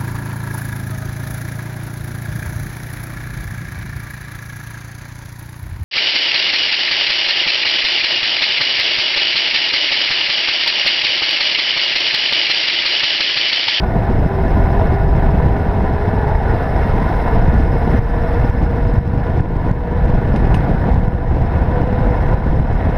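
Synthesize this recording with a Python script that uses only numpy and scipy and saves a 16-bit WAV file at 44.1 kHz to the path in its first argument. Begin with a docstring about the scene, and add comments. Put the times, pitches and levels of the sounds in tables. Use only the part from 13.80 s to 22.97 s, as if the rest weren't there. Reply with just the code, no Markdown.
"""A bicycle coasts ever faster down an asphalt mountain road, a camera in a plastic housing by its fork.
From the start wind rumbles on the housing, road grain roars through the frame, the tread hums, the
freewheel buzzes and a brake pad brushes its disc. The hum rises with the speed. From 2.6 s large eddies
strike, the hardest making the camera's limiter duck everything for a moment. By 5 s a fine crackle has
grown on the wind's crests. Near 6.6 s three bits of grit ping off metal; the buffets go on to the end."""
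import sys
import numpy as np
from scipy import signal
from scipy.fft import rfft, irfft, next_fast_len
from scipy.io import wavfile
from scipy.ndimage import uniform_filter1d

SR = 44100
rng = np.random.default_rng(int(sys.argv[2]) if len(sys.argv) > 2 else 0)


def inscribe(sig):
    """Save sig as 16-bit PCM at rate SR to the path in sys.argv[1].

    A 1-D sig is mono; a 2-D sig holds one channel per row.
    Samples are clipped to [-1, 1] before scaling.
    """
    pcm = np.round(np.clip(np.atleast_2d(sig).T, -1, 1) * 32767)
    wavfile.write(sys.argv[1], SR, pcm.astype(np.int16))


N = 404397
TIME = np.arange(N) / SR
BLOCKS_PER_TURN = 87  # tread blocks round the tyre


def undb(db):
    """Amplitude ratio of a level: tenfold for every 20 dB."""
    return 10 ** (np.asarray(db) / 20)


def unit(x):
    """Normalisation to an rms of 1."""
    return x / np.sqrt(np.mean(x ** 2))


def curves(table):
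    """Linear interpolation of each column against the first, t/s."""
    t, *columns = np.transpose(table)
    return [np.interp(TIME, t, column) for column in columns]


def walk(rate_hz):
    """Random modulation: Gaussian noise of rms 1, low-passed at rate_hz."""
    size = next_fast_len(N)
    f = np.fft.rfftfreq(size, 1 / SR)
    spectrum = rfft(rng.standard_normal(size)) / (1 + (f / rate_hz) ** 4)
    return unit(irfft(spectrum)[:N])


def resonance(x, hz, width_hz):
    """Band-pass response to the excitation x, at an rms of 1."""
    band = signal.butter(2, [hz - width_hz / 2, hz + width_hz / 2], "band", fs=SR, output="sos")
    return unit(signal.sosfilt(band, x))


def body(x, colour, modes=(), size=16384):
    """Minimum-phase filtering: a broad response with resonance peaks standing on it."""
    f = np.maximum(np.fft.rfftfreq(size, 1 / SR), 1)
    hz, db = np.transpose(colour)
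    broad_db = np.interp(np.log(f), np.log(hz), db)
    peaks_db = sum(lift / (1 + (2 * (f - centre) / width) ** 2) for centre, width, lift in modes)
    cepstrum = irfft(np.log(undb(broad_db + peaks_db)))
    fold = 1 + np.sign(np.fft.fftfreq(size))  # makes the response causal
    impulse_response = irfft(np.exp(rfft(cepstrum * fold)))
    return signal.fftconvolve(x, impulse_response)[:len(x)]


def brake(rough_db=2.5):
    """Stick-slip friction: the pad excites two high modes of the disc, a thin sizzle."""
    # disc resonances: f/Hz, width/Hz
    disc_modes = [(11880, 480), (13230, 230)]
    # their strength re the frame roar: t/s, lower mode level/dB, upper mode level/dB
    mode_levels = [(0, -33, -48), (1.1, -33.5, -47), (1.4, -32, -39), (2.5, -41, -49), (3.1, -38, -40),
                   (4.3, -37, -39.5), (6, -36.5, -52.5), (9.17, -41, -55.5)]
    sizzle = 0
    for (hz, width_hz), db in zip(disc_modes, curves(mode_levels)):
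        friction = rng.standard_normal(N) * undb(rough_db * walk(120))
        sizzle = sizzle + resonance(friction, hz, width_hz) * undb(db)
    return sizzle


def freewheel(turns, teeth_per_turn=20, strike_db=17, scrape_s=0.0055, scatter_db=0.5):
    """Periodic impact: a pawl strikes and scrapes at each ratchet tooth, ringing the hub."""
    # broad response of the hub: f/Hz, level/dB
    hub_colour = [(1500, -24), (4400, -7.5), (5250, -2.5), (6100, -11), (7200, -32), (8400, -9.5),
                  (9750, -9.5), (10200, -18), (11000, -20), (11900, -15.5), (12500, -9.5), (13400, -14),
                  (13900, -24), (15000, -22)]
    # hub resonances: f/Hz, width/Hz, lift/dB
    hub_modes = [(4690, 70, 7), (4937, 40, 9), (5012, 30, 6), (5155, 90, 14.2), (5345, 90, 12),
                 (5485, 44, 8.5), (5935, 30, 6), (6010, 60, 13), (8270, 90, 5), (8870, 200, 9),
                 (9820, 70, 8)]
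    teeth = teeth_per_turn * turns
    age_s = teeth % 1 / np.gradient(teeth) / SR
    scrapes = rng.standard_normal(N) * np.exp(-age_s / scrape_s)
    scrapes *= undb(scatter_db * rng.standard_normal(N)[teeth.astype(int)])
    strikes = np.diff(np.floor(teeth), prepend=0) * undb(strike_db)
    hub = body(strikes + scrapes, hub_colour, hub_modes)
    # the pawl's force throbs three times a turn, most of all in the low shell modes
    throb_db = 3.4 * np.sin(2 * np.pi * 3 * turns)
    shell = signal.sosfiltfilt(signal.butter(4, 7000, fs=SR, output="sos"), hub)
    return unit(shell * undb(throb_db) + (hub - shell) * undb(.4 * throb_db))


def grit(crack_s=0.0031, tail_s=0.015, tail_db=-11, size=8192):
    """Impact and free decay: a stone cracks against metal, which rings; a glancing blow is duller."""
    # stones flung at the frame: t/s, level/dB, ring level re the crack/dB, low-pass f/Hz
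    stones = [(6.561, -25, -9.5, 7500), (6.654, -26.5, -10, 3200), (6.744, -18.8, -12, 15000)]
    # spectrum of the crack: f/Hz, level/dB
    crack_colour = [(300, -11), (800, 0), (1500, 3), (2650, 10), (3400, 3), (5000, -.5), (6500, -5),
                    (7600, -20), (9500, -7.5), (11000, -11), (12500, -15), (15000, -17)]
    # modes of the metal: f/Hz, level/dB, T60/s
    metal_modes = [(1728, 4, .13), (2148, -5, .08), (2546, -2, .11), (2620, -2, .04), (2870, -8, .04),
                   (3600, -9, .035), (5157, -12, .04), (6200, -21, .07), (8829, -14, .12), (8931, -17, .1),
                   (9555, -22, .1), (10490, -23, .08)]
    pings, age = np.zeros(N), np.arange(size) / SR
    envelope = np.exp(-age / crack_s) + undb(tail_db) * np.exp(-age / tail_s)
    ring = sum(undb(db - 60 * age / t60) * np.sin(2 * np.pi * hz * age) for hz, db, t60 in metal_modes)
    for t, db, ring_db, cutoff_hz in stones:
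        crack = body(rng.standard_normal(size) * envelope, crack_colour)
        blow = crack / np.abs(crack).max() + undb(ring_db) * ring
        start = int(t * SR)
        pings[start:start + size] += undb(db) * signal.lfilter(*signal.butter(2, cutoff_hz, fs=SR), blow)
    return pings


def tyre_swells():
    """Narrow-band noise: now and then one part of the tyre's roar rings out above the rest."""
    # Gaussian swells: t/s, half length/s, centre f/Hz, width/Hz, level/dB
    swells = [(.15, .3, 694, 110, -30.5), (1.0, 0.9, 657, 36, -32), (2.504, 0.21, 855, 90, -26.5),
              (3.45, 0.35, 960, 110, -32.5), (5.853, .3, 958, 110, -32.5)]
    roar = 0
    for t, half_s, hz, width_hz, db in swells:
        envelope = undb(db) * np.exp(-((TIME - t) / half_s) ** 2)
        roar = roar + resonance(rng.standard_normal(N), hz, width_hz) * envelope
    return roar


def tread(turns, rough_db=2.5, octave_db=-13):
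    """Periodic forcing: tread blocks slap the road, whose coarseness modulates their phase and force."""
    # the hum comes and goes as the tyre leans: t/s, level/dB, fast phase jitter/rad
    hum = [(0, -30.5, 0.45), (.35, -36, 0.42), (.62, -25, 0.35), (.85, -27.5, 0.49), (1.15, -28.5, 0.32),
           (1.6, -29, 0.45), (2.3, -28.5, 0.55), (2.7, -29.5, 1.5), (3.4, -32, 0.82), (4.0, -28, 0.76),
           (4.45, -26, 0.35), (4.8, -29, 1), (5.05, -28, 0.36), (5.45, -29.5, 0.62), (5.75, -33.5, 0.8),
           (6.08, -26, .4), (6.45, -31.5, .7), (6.95, -38, 0.7), (7.25, -29, .6), (7.65, -39, 0.73),
           (7.9, -28.5, 0.4), (8.3, -26.5, 0.87), (8.7, -33.5, 1), (9.17, -39, 0.9)]
    db, jitter = curves(hum)
    phase = 2 * np.pi * BLOCKS_PER_TURN * turns + jitter * walk(33) + walk(5.8)
    tone = np.sin(phase) + undb(octave_db) * np.sin(2 * phase)
    return unit(tone * undb(rough_db * walk(24))) * undb(db)


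def road(turns, grain_db=2, patch_db=0.8, wobble=0.02):
    """Random forcing of resonators: asphalt chips drum on the hollow tyre and ring fork and housing."""
    # broad responses of frame and tyre: f/Hz, level/dB
    frame_colour = [(500, -19.5), (1100, -6), (1290, -0.5), (1550, 1), (2000, -3.5), (2180, -3),
                    (2310, -13), (2950, -18), (3800, -21.5), (6000, -37.5), (7500, -48), (15000, -43.5)]
    tyre_colour = [(120, -16), (330, -3.5), (500, -1), (570, -1), (760, 2.5), (880, -2), (1015, -1),
                   (1100, -26), (1500, -35), (4000, -65.5)]
    # their resonances: f/Hz, width/Hz, lift/dB
    frame_modes = [(1153, 63, 7.4), (1447, 18, 10), (1516, 30, 4.6), (1729, 19, 10.4), (1780, 24, 4.4),
                   (1897, 13, 9.2), (2547, 28, 7.5), (2600, 18, 7.5), (2740, 30, 6), (3579, 35, 5),
                   (3712, 35, 6), (3979, 35, 8), (4502, 30, 7)]
    tyre_modes = [(475, 48, 7), (652, 23, 9.5), (708, 24, 6.5), (788, 33, 5.5), (928, 45, 4),
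                  (1005, 27, 2.5)]
    # the tyre's boom re the frame roar: t/s, level/dB
    boom_level = [(0, 8), (2.2, 9), (3.2, 7), (5.7, 6.5), (7.2, 8.5), (9.17, 7.5)]
    patches = undb(patch_db * walk(6.1)) * (1 + wobble * np.sin(2 * np.pi * turns))
    chips = rng.standard_normal(N) * undb(grain_db * walk(400)) * patches
    roar = unit(body(chips, frame_colour, frame_modes))
    boom = unit(body(chips, tyre_colour, tyre_modes))
    return roar + undb(curves(boom_level)[0]) * boom


def crackle(air, threshold=0.42):
    """Flow separation: where the pressure crests, the air tears at the housing with a fine crackle."""
    # gain of the crackle: t/s, level/dB
    crackle_level = [(0, -60), (3.5, -57), (5, -52), (9.17, -51.5)]
    colour = [(2000, 1), (4000, 2), (7000, 1), (10000, -6), (14000, -17)]  # f/Hz, level/dB
    crest = np.clip((np.abs(air) - threshold) / .25, 0, 1.3)
    pops = rng.standard_normal(N) * unit(undb(4 * walk(700))) * crest
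    return body(pops, colour) * undb(curves(crackle_level)[0])


def wind(split_hz=110, bound=1.88, flutter_db=3.5, flutter_hz=50):
    """Turbulence on the housing: an even rumble under small eddies that come in intermittent bursts."""
    # pressure spectrum: f/Hz, level/dB
    wind_colour = [(8, -34), (16, -4), (26, -1), (60, -0.5), (100, -5), (160, -8), (250, -14.5), (400, -21),
                   (700, -27), (1000, -30), (1300, -50), (2500, -50), (6000, -71), (15000, -95)]
    # brief loud flapping of the small eddies: t/s, half length/s, lift/dB
    flurries = [(2.031, .008, 9), (4.837, .022, 9), (5.59, .03, 8), (5.891, .025, 8), (8.03, .02, 6),
                (9.093, .007, 9)]
    # gain of the rumble against the small eddies: t/s, level/dB
    rumble_level = [(0, 0), (1.3, 2), (1.9, 2), (2.6, 1.1), (5.2, 2), (5.8, .5), (9.17, 0.9)]
    pressure = unit(body(rng.standard_normal(N), wind_colour))
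    rumble = signal.sosfiltfilt(signal.butter(2, split_hz, fs=SR, output="sos"), pressure)
    flurry_db = sum(lift * np.exp(-((TIME - t) / half_s) ** 2) for t, half_s, lift in flurries)
    bursts = np.minimum(walk(flutter_hz), 1.7)
    eddies = (pressure - rumble) * unit(undb(flutter_db * bursts + flurry_db))
    bounded = bound * np.tanh(rumble / bound)  # the air speed bounds the pressure of ordinary eddies
    return unit(bounded * undb(curves(rumble_level)[0]) + eddies)


def buffets(air, rebound=0.33, ragged_db=-24, click_ms=0.7, lesser_per_s=1.5):
    """Vortex impact: an eddy displaces the wind with a bump and rebound; a sharp click marks its crest."""
    # the largest eddies: t/s, signed amplitude/full scale, half length/ms, click level/dB
    largest = [(2.557, -.9, 3, -47), (3.781, .85, 3.5, -39), (3.837, -1.0, 2.5, -46), (4.193, 1.7, 2, -42),
               (4.699, 1.45, 2.3, -37), (5.071, .65, 2, -47), (5.14, .65, 1.5, -46),
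               (5.187, -1.6, 2.4, -39), (5.277, -.8, 1.6, -45), (5.337, .8, 1.6, -45), (5.377, .85, 2, -46),
               (5.607, 1.6, 1.6, -36), (5.768, -.8, 2.6, -43), (5.852, .65, 1.6, -48),
               (5.914, 1.6, 1.5, -36), (7.144, .8, 2.2, -44), (7.18, -1.2, 2, -45), (7.282, 1.15, 1.8, -38),
               (7.35, -.7, 2, -45), (7.621, .75, 2.2, -45), (8.018, .85, 2, -45), (8.219, .65, 2, -45),
               (8.309, .62, 2, -46), (8.545, 1.2, 2.1, -38), (8.704, .7, 3, -47), (8.8, -1.35, 2.1, -41),
               (8.931, -.62, 2.2, -46), (8.954, .6, 2, -46)]
    # spectra of the click and of the bump's raggedness: f/Hz, level/dB
    click_colour = [(1000, -8), (2500, 0), (4500, 0), (7000, -6), (10000, -14), (14000, -26)]
    ragged_colour = [(80, -19.0), (200, 2.0), (700, -10), (2000, -18.5), (8000, -72.5)]
    chance = rng.random((int(lesser_per_s * N / SR), 2))  # lesser eddies: random time and sign
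    lesser = [(when * N / SR, 0.58 * np.sign(way - .5), 2.22, -53) for when, way in chance]
    bumps, clicks, sheltered = np.zeros(N), np.zeros(N), np.ones(N)
    for t, amplitude, half_ms, click_db in largest + lesser:
        near = np.abs(TIME - t) < .04
        ms = (TIME[near] - t) * 1000
        age = ms / half_ms
        bumps[near] += amplitude * (np.exp(-age ** 2) - rebound * np.exp(-(age - 2) ** 2))
        clicks[near] += undb(click_db) * np.exp(-(ms / click_ms - 1) ** 2)
        sheltered[near] *= 1 - np.exp(-(age / 2) ** 2)
    ragged = 1 + undb(ragged_db) * unit(body(rng.standard_normal(N), ragged_colour))
    click_noise = unit(body(rng.standard_normal(N), click_colour))
    return air * sheltered + bumps * ragged + clicks * click_noise


def scene(wind_db=1.5, gust_db=1.0, gust_hz=4):
    """Superposition: one wheel speed times tread and pawl; roar, hub and brake rise and fall together."""
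    # rate at which tread blocks meet the road: t/s, f/Hz
    block_rate = [(0, 377.1), (2.2, 414.4), (4.1, 471.4), (5.9, 481.7), (8, 495.4), (9.17, 517.3)]
    # strength of the wind re wind_db, before gusts: t/s, level/dB
    wind_level = [(0, -15), (.5, -14.5), (1.65, -12.5), (2.0, -17), (3.2, -15), (3.8, -11.5), (4.4, -15),
                  (5.5, -15), (6.7, -12.5), (7.4, -14), (9.17, -14)]
    # overall level of the road noise, given for the frame roar: t/s, level/dB
    road_level = [(0, -34.5), (.8, -31.5), (1.75, -33.5), (2.5, -32), (3.4, -30), (3.8, -30.5), (4.7, -32),
                  (5.3, -35.5), (5.8, -34.5), (6.1, -36), (6.85, -32.5), (7.4, -36.5), (8.3, -33.5),
                  (9.17, -32.5)]
    # freewheel buzz re the frame roar: t/s, level/dB
    buzz_level = [(0, -24.5), (2.4, -25.5), (2.9, -23.5), (4.1, -23.5), (4.8, -24), (6, -26.5),
                  (7.5, -26.5), (8.4, -26), (9.17, -27)]
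    turns = np.cumsum(curves(block_rate)[0]) / SR / BLOCKS_PER_TURN
    gusting = wind() * undb(curves(wind_level)[0] + wind_db - gust_db * walk(gust_hz))
    air = buffets(gusting)
    ride_noise = road(turns) + freewheel(turns) * undb(curves(buzz_level)[0]) + brake()
    ride_noise *= undb(curves(road_level)[0])
    return (air + crackle(air) + ride_noise + tyre_swells() + tread(turns) + grit())[None]


def record(dry, ceiling=0.76, attack_s=0.0016, release_s=0.18, top_hz=15000):
    """Peak limiting: the camera ducks each overload, recovers slowly and cuts the highest treble."""
    overload = np.log(np.maximum(np.abs(dry[0]) / ceiling, 1))
    fade = np.exp(-TIME / release_s)
    held = np.maximum.accumulate(overload / fade) * fade  # the largest recent overload, dying away
    gain = np.exp(-uniform_filter1d(held, int(attack_s * SR)))
    return signal.sosfilt(signal.ellip(12, .2, 80, top_hz, fs=SR, output="sos"), dry * gain)


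dry = scene()
out = record(dry)
inscribe(out)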